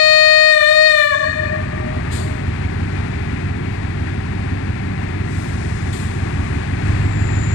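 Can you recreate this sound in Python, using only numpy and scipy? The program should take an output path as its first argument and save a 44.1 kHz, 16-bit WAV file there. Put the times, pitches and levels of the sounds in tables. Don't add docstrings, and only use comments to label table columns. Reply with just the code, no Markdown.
import sys
import numpy as np
from scipy import signal
from scipy.fft import rfft, irfft, next_fast_len
from scipy.io import wavfile
from scipy.ndimage import uniform_filter1d, minimum_filter1d, map_coordinates

SR = 44100
rng = np.random.default_rng(int(sys.argv[2]) if len(sys.argv) > 2 else 0)


def amplitude_ratio(level_db):
    exponent = np.asarray(level_db, float) / 20
    return 10 ** exponent


def pcm_store(signal):
    levels = np.round(np.clip(np.atleast_2d(signal), -1, 1) * 32767)
    wavfile.write(sys.argv[1], SR, levels.astype(np.int16).T)


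N = 332514

# delay_s, level_db, dull_above_hz
ECHOES = [(.017, -37, 12300), (.033, -34, 3770), (.056, -18, 8800), (.1005, -5, 1360), (.19, -24, 2500),
          (.42, -27, 2930), (.6, -37, 2480), (.85, -62, 1250), (1.45, -43.5, 800)]
# delay_s, level_db
GLINTS = [(.0019, -14), (.0037, 4.5), (.0071, -4)]
# band_hz, t60_s, level_db
STATION_T60 = [(367, 2.83, -1), (800, 2.53, -2), (1640, 1.2, 6.5), (3400, 0.8, 11.5), (6000, 0.88, 11.5)]
GLINT_ABOVE_HZ = 10800

EXHAUST_IDLE_DB = [-47.7, -51.3, -55.3, -40.2, -51.7, -47.9, -39.9, -36.2, -34.1, -38.8, -42.9, -26.3,
                   -36.9, -36.3, -42.2, -37.8, -34.7, -47.1, -43.4, -38.5, -37.8, -46.7, -40.1, -37.6,
                   -46.5, -45.6, -50.5, -35.8, -48.2, -44.8, -53.1, -46.7, -45.0, -50.1, -45.1, -43.9,
                   -49.7, -46.1, -46.3, -50.3, -51.1, -51.9, -49.4, -43.5]
# multiple, added_db
EXHAUST_LOADED = [(5, 11), (11, 10), (14, 7), (16, 7.5), (19, 3), (22, 9), (30, -2), (48, 7)]
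# time_s, load_0_to_1
LOAD = [
    (1.6, .3),
    (5.2, 0.13),
    (6.3, 0.27),
    (6.45, .7),
    (6.65, 0.26),
    (6.92, 1.1),
    (7.1, 0.9),
    (7.54, 0.8),
]
# freq_hz, density_db
RUMBLE = [(22, -11.5), (45, -13.5), (80, 3), (130, -4), (250, -5), (400, -5), (520, -28), (800, -10)]
# freq_hz, density_db
CLATTER = [(350, -4.5), (520, -4.5), (800, -0.5), (1300, -5), (1900, 0.5), (2500, -3.5), (3000, -13.5),
           (4400, -16.5), (5300, -23.5), (9000, -26.5), (10200, -36), (14800, -55)]
# freq_hz, rms_db
FAN_LINES = [(405.8, -49.5), (709, -46.5), (988, -61), (1366, -50.5), (1703, -47.5)]
IDLE_CYCLES_PER_S, REV_FROM_S, REV_CYCLES_PER_S2 = 5.875, 6.45, .61
FIRINGS_PER_CYCLE, CYCLE_START_RAD, PIPE_SMEAR_RAD = 16, 2.2, 1.6
RUMBLE_DB, RUMBLE_LOAD_DB, CLATTER_DB, CLATTER_LOAD_DB = -28, 1.5, -29.5, 3.5
COARSE_SAMPLES = 12

# start_s, attack_s, hold_s, release_db_per_s, level_db
BURSTS = [
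    (2.097, .03, .04, 98, -29.5),
    (5.922, 0.0068, .03, 68, -33.5),
]
# freq_hz, density_db
BURST_COLOUR = [(1760, -38), (3000, -1), (4190, 4.5), (4540, 0.5), (5890, -9.5), (6960, 1.5), (8330, 2),
                (11100, -12.5), (12900, -16), (14800, -36)]
# start_s, attack_s, hold_s, release_db_per_s, level_db
LEAKS = [
    (5.12, 0.22, .55, 10, -42),
    (6.4, .03, .02, 74, -53),
    (6.8, 0.043, .06, 70, -50),
]
# freq_hz, density_db
LEAK_COLOUR = [(2500, -24), (3500, -2), (5000, -2.5), (7500, -2.5), (9500, -5.5), (11000, -19.5),
               (14800, -32)]
# start_s, end_s, freq_hz, width_hz, level_db
WHISTLES = [
    (2.12, 2.3, 4530, 50, -46),
    (2.115, 2.2, 3600, 300, -46),
    (5.22, 5.58, 8000, 40, -51),
    (5.4, 5.9, 5570, 40, -58),
    (5.25, 5.6, 12000, 3000, -59),
    (5.0, 7.1, 1130, 90, -42),
    (5.925, 5.96, 3450, 250, -37),
    (5.926, 5.95, 11300, 800, -48),
    (5.3, 5.55, 9500, 200, -54),
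    (5.92, 6.1, 9800, 3000, -49),
]

WHINE_FROM_S, WHINE_SETTLE_S, WHINE_START_HZ, WHINE_END_HZ = 6.94, 0.23, 7600, 7080
WHINE_DB, WHINE_RISE_DB = -32.5, 22

# time_s, pitch_hz, level_db
HORN = [
    (0, 620.2, 20),
    (.505, 619.8, 24.5),
    (.635, 596.5, 17.5),
    (.7, 615, 18),
    (.87, 621.2, 21.5),
    (1.05, 588, 16),
    (1.112, 586, 8.5),
    (1.125, 566, 9.5),
    (1.16, 555, 9.5),
]
HORN_ORDERS_DB = [-11.9, -26.8, -14.1, -14.8, -27.1, -23.7, -14.4, -30.2, -40.2, -44.1, -38, -39, -49, -46,
                  -45.0, -50.8, -53, -61, -62.4, -60, -75, -72, -61.0, -70, -70]
# multiple, change_db per tenth of pitch sag
SAG = [(1, -14.5), (2, 17.5), (3, 0), (5, 10.5), (7, -27.5), (10, -8), (18, 3), (25, 18)]
# freq_hz, density_db
HORN_AIR = [(400, -7), (900, -9), (2000, 1.5), (4000, -6.5), (7500, -7), (9500, -18), (11000, -19),
            (14500, -33)]
HORN_STOP_S, HORN_RELEASE_DB_PER_S = 1.1485, 1295
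RUN_IN_SAMPLES = SR
SPREAD_RAD = .49

# freq_hz, level_db
RECORDER_LINE = (12896, -84)
# depth_db under the whole sound, spread_db
MUTE = (-69, 5)
DUCK_DB, RECOVER_FROM_S, RECOVER_S = -20, 1.08, 0.21
CEILING = .94


def in_time(rows, lead=0):
    s, *columns = np.transpose(rows)
    return [np.interp(np.arange(-lead, N) / SR, s, c) for c in columns]


def rms_one(x):
    return x / np.sqrt(np.mean(x ** 2) + 1e-20)


def drift(rate, size=N):
    r = np.exp(-80 * np.pi * rate / SR)
    slow = signal.lfilter([1], [1, -2 * r, r * r], rng.standard_normal(size // 40 + 2002))[2000:]
    return np.interp(np.arange(size) / 40, np.arange(len(slow)), rms_one(slow))


def wander(rate, count):
    knots = rng.standard_normal((count, int(8 * 6) + 4))
    at = np.arange(N // COARSE_SAMPLES + 1) * COARSE_SAMPLES / SR * np.clip(rate, .1, 6)
    return [map_coordinates(row, [at], order=3) for row in knots]


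def coloured(spectrum, size=N):
    pad = next_fast_len(size)
    hz, db = np.transpose(spectrum)
    grid_hz = np.fft.rfftfreq(pad, 1 / SR) + 1
    shape = amplitude_ratio(np.interp(np.log(grid_hz), np.log(hz), db, left=-90, right=-90))
    return rms_one(irfft(rfft(rng.standard_normal(pad)) * shape, pad)[:size])


def narrow_noise(hz, width_hz):
    phase = 2 * np.pi * np.cumsum(hz + np.zeros(N)) / SR
    low_pass = signal.butter(2, width_hz / 2, fs=SR, output="sos")
    a, b = signal.sosfilt(low_pass, rng.standard_normal((2, N)))
    return rms_one(a * np.cos(phase) + b * np.sin(phase))


def puffs(rows):
    t = np.arange(N) / SR
    total = np.zeros(N)
    for start, attack, hold, fall_db, db in rows:
        release_db = fall_db * np.maximum(t - start - attack - hold, 0)
        total += amplitude_ratio(db - release_db) * np.clip((t - start) / attack, 0, 1) ** 2
    return total


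def station(wet_db):
    pad = SR * 5
    t, grid_hz = np.arange(SR * 2) / SR, np.fft.rfftfreq(pad, 1 / SR)
    white, tail = rng.standard_normal(len(t)), 0
    for hz, t60, db in STATION_T60:
        octave = signal.butter(2, [hz / np.sqrt(2), hz * np.sqrt(2)], "band", fs=SR, output="sos")
        tail = tail + signal.sosfilt(octave, white) * amplitude_ratio(db - 60 * t / t60) * np.clip(t / 0.011, 0, 1)
    paths = 1 + amplitude_ratio(wet_db) * rfft(tail, pad)
    for delay, db, cut_hz in ECHOES:
        paths += amplitude_ratio(db) * np.exp(-2j * np.pi * grid_hz * delay) / (1 + 1j * grid_hz / cut_hz) ** 2
    for delay, db in GLINTS:
        treble = 1 / (1 - 1j * GLINT_ABOVE_HZ / (grid_hz + 1)) ** 2
        paths += amplitude_ratio(db) * np.exp(-2j * np.pi * grid_hz * delay) * treble
    return grid_hz, paths, pad


def shadowed(x):
    pad = next_fast_len(N + 4096)
    f = np.fft.rfftfreq(pad, 1 / SR)
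    late = .739 * np.exp(-2j * np.pi * f * 23.3 / SR) / (1 + 1j * f / 392)
    bass = .409 * np.exp(2j * np.pi * f * 9.5 / SR) / (1 + 1j * f / 321 - (f / 302) ** 2)
    bass -= .268 / (1 + 1j * f / 30.6)
    return irfft(rfft(x, pad) * (late + bass), pad)[:N]


def exhaust(phase, load):
    coarse = np.minimum(np.arange(N // COARSE_SAMPLES + 1) * COARSE_SAMPLES, N - 1)
    slow_curves = wander(3.5, count=len(EXHAUST_IDLE_DB))
    tones = np.zeros(len(coarse))
    for k, (db, slow) in enumerate(zip(EXHAUST_IDLE_DB, slow_curves), 5):
        loaded_db = np.interp(k, *np.transpose(EXHAUST_LOADED)) * load[coarse]
        size = np.sqrt(2) * amplitude_ratio(db - 1.6 + loaded_db + 1.6 * slow)
        scatter = PIPE_SMEAR_RAD * rng.standard_normal()
        tones -= size * np.cos(k * (phase[coarse] + CYCLE_START_RAD) + scatter)
    return signal.resample_poly(tones, COARSE_SAMPLES, 1)[:N]


def fans():
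    t = np.arange(N) / SR
    lines = sum(np.sqrt(2) * amplitude_ratio(db) * np.sin(2 * np.pi * hz * t) for hz, db in FAN_LINES)
    return amplitude_ratio(2.1 * drift(3.0)) * lines


def engine():
    cycle_hz = IDLE_CYCLES_PER_S + REV_CYCLES_PER_S2 * np.maximum(np.arange(N) / SR - REV_FROM_S, 0)
    load, = in_time(LOAD)
    phase = 2 * np.pi * np.cumsum(cycle_hz * (1 + 0.001 * drift(1.67))) / SR
    knock = 1 + .05 * np.cos(2 * phase) + 0.054 * np.cos(FIRINGS_PER_CYCLE * phase)
    rumble = amplitude_ratio(RUMBLE_DB + RUMBLE_LOAD_DB * load + 0.41 * drift(3.7)) * coloured(RUMBLE)
    clatter_level = amplitude_ratio(CLATTER_DB + CLATTER_LOAD_DB * load + 0.55 * drift(2.6)) * knock
    near = exhaust(phase, load) + rumble + fans() + clatter_level * coloured(CLATTER)
    return near, clatter_level * coloured(CLATTER)


def valves():
    t = np.arange(N) / SR
    out = puffs(BURSTS) * coloured(BURST_COLOUR) + puffs(LEAKS) * coloured(LEAK_COLOUR)
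    for start, end, hz, width_hz, db in WHISTLES:
        swell = np.sin(np.pi * np.clip((t - start) / (end - start), 0, 1))
        out += amplitude_ratio(db) * swell * narrow_noise(hz, width_hz)
    return out


def turbocharger():
    age_s = np.arange(N) / SR - WHINE_FROM_S
    unsettled = np.exp(-np.maximum(age_s, 0) / WHINE_SETTLE_S)
    hz = WHINE_END_HZ + (WHINE_START_HZ - WHINE_END_HZ) * unsettled
    level = amplitude_ratio(WHINE_DB - WHINE_RISE_DB * unsettled) * np.clip(1 + age_s / 0.095, 0, 1)
    return level * narrow_noise(hz, width_hz=390)


def horn():
    grid_hz, paths, pad = station(wet_db=-49.0)
    hz, level_db = (c[:int(RUN_IN_SAMPLES * 2.25)] for c in in_time(HORN, lead=RUN_IN_SAMPLES))
    t = (np.arange(len(hz)) - RUN_IN_SAMPLES) / SR
    level_db = level_db - HORN_RELEASE_DB_PER_S * np.clip(t - HORN_STOP_S, 0, .08)
    phase = 2 * np.pi * np.cumsum(hz * (1 + .0001 * drift(28, size=len(hz)))) / SR
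    sag = 10 * (1 - hz / hz[0])
    choke_db = 35.0 * np.clip(sag - .63, 0, 1)
    tone = amplitude_ratio(-47) * np.cos(3 * phase / 2)
    for k, db in enumerate(HORN_ORDERS_DB, 1):
        steady = paths[np.searchsorted(grid_hz, k * hz[0])]
        sag_db = sag * np.interp(k, *np.transpose(SAG))
        size = np.sqrt(2) * amplitude_ratio(db + sag_db - choke_db * max(k - 3, 0)) / np.clip(abs(steady), .4, 2.5)
        tone += size * np.cos(k * phase - SPREAD_RAD * k * k - np.angle(steady))
    air = amplitude_ratio(-33.5 - 3.3 * sag) * coloured(HORN_AIR, size=len(hz)) * (1 + 0.52 * np.cos(phase))
    blast = amplitude_ratio(level_db - 0.64) * (tone + air)
    out = irfft(rfft(blast, pad) * paths, pad)[RUN_IN_SAMPLES:]
    return np.pad(out, (0, N - len(out)))


def scene():
    motor, other = engine()
    blast = horn()
    near = blast + motor + valves() + turbocharger()
    second = signal.lfilter(*signal.iirpeak(1220, 6.0, fs=SR), blast)
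    bright = signal.sosfilt(signal.butter(2, 2800, "high", fs=SR, output="sos"), other)
    far = shadowed(near + amplitude_ratio(10.0) * second + amplitude_ratio(-5.5) * other + amplitude_ratio(-5.5) * bright)
    return np.array([near, far])


def gate(x, depth_db, spread_db):
    window = np.sin(np.pi * (np.arange(2048) + .5) / 2048)
    bins = signal.stft(x, window=window, nperseg=2048)[2]
    power = uniform_filter1d(abs(bins[:, :1024]) ** 2, size=3, axis=1)
    chance = rng.standard_normal((2, 32, power.shape[2]))
    chance = uniform_filter1d(chance, size=3, axis=2) * np.sqrt(3)
    side_db = np.array([[[0]], [[4]]])
    limit_db = depth_db - side_db + spread_db * np.repeat(chance, 32, axis=1)
    limit = power.sum(axis=1, keepdims=True) * amplitude_ratio(2 * limit_db)
    bins[:, :1024] *= np.where(power > limit, 1, amplitude_ratio(-40))
    return signal.istft(bins, window=window, nperseg=2048)[1][:, :N]


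def roll_off(x):
    return signal.sosfilt(signal.butter(12, 15030, fs=SR, output="sos"), x)


def record(dry):
    t = np.arange(N) / SR
    hz, db = RECORDER_LINE
    line = amplitude_ratio(db + 5.0 * drift(12)) * np.sin(2 * np.pi * hz * t)
    gain = amplitude_ratio(DUCK_DB * np.exp(-np.maximum(t - RECOVER_FROM_S, 0) / RECOVER_S))
    peak = abs(dry * gain).max(axis=0) + 1e-9
    room_left = minimum_filter1d(np.minimum(1, CEILING / peak), size=2205)
    gain = gain * uniform_filter1d(room_left, size=1103)
    mix = gate(dry * gain, *MUTE) + line * gain
    return roll_off(mix)


dry = scene()
out = record(dry)
pcm_store(out)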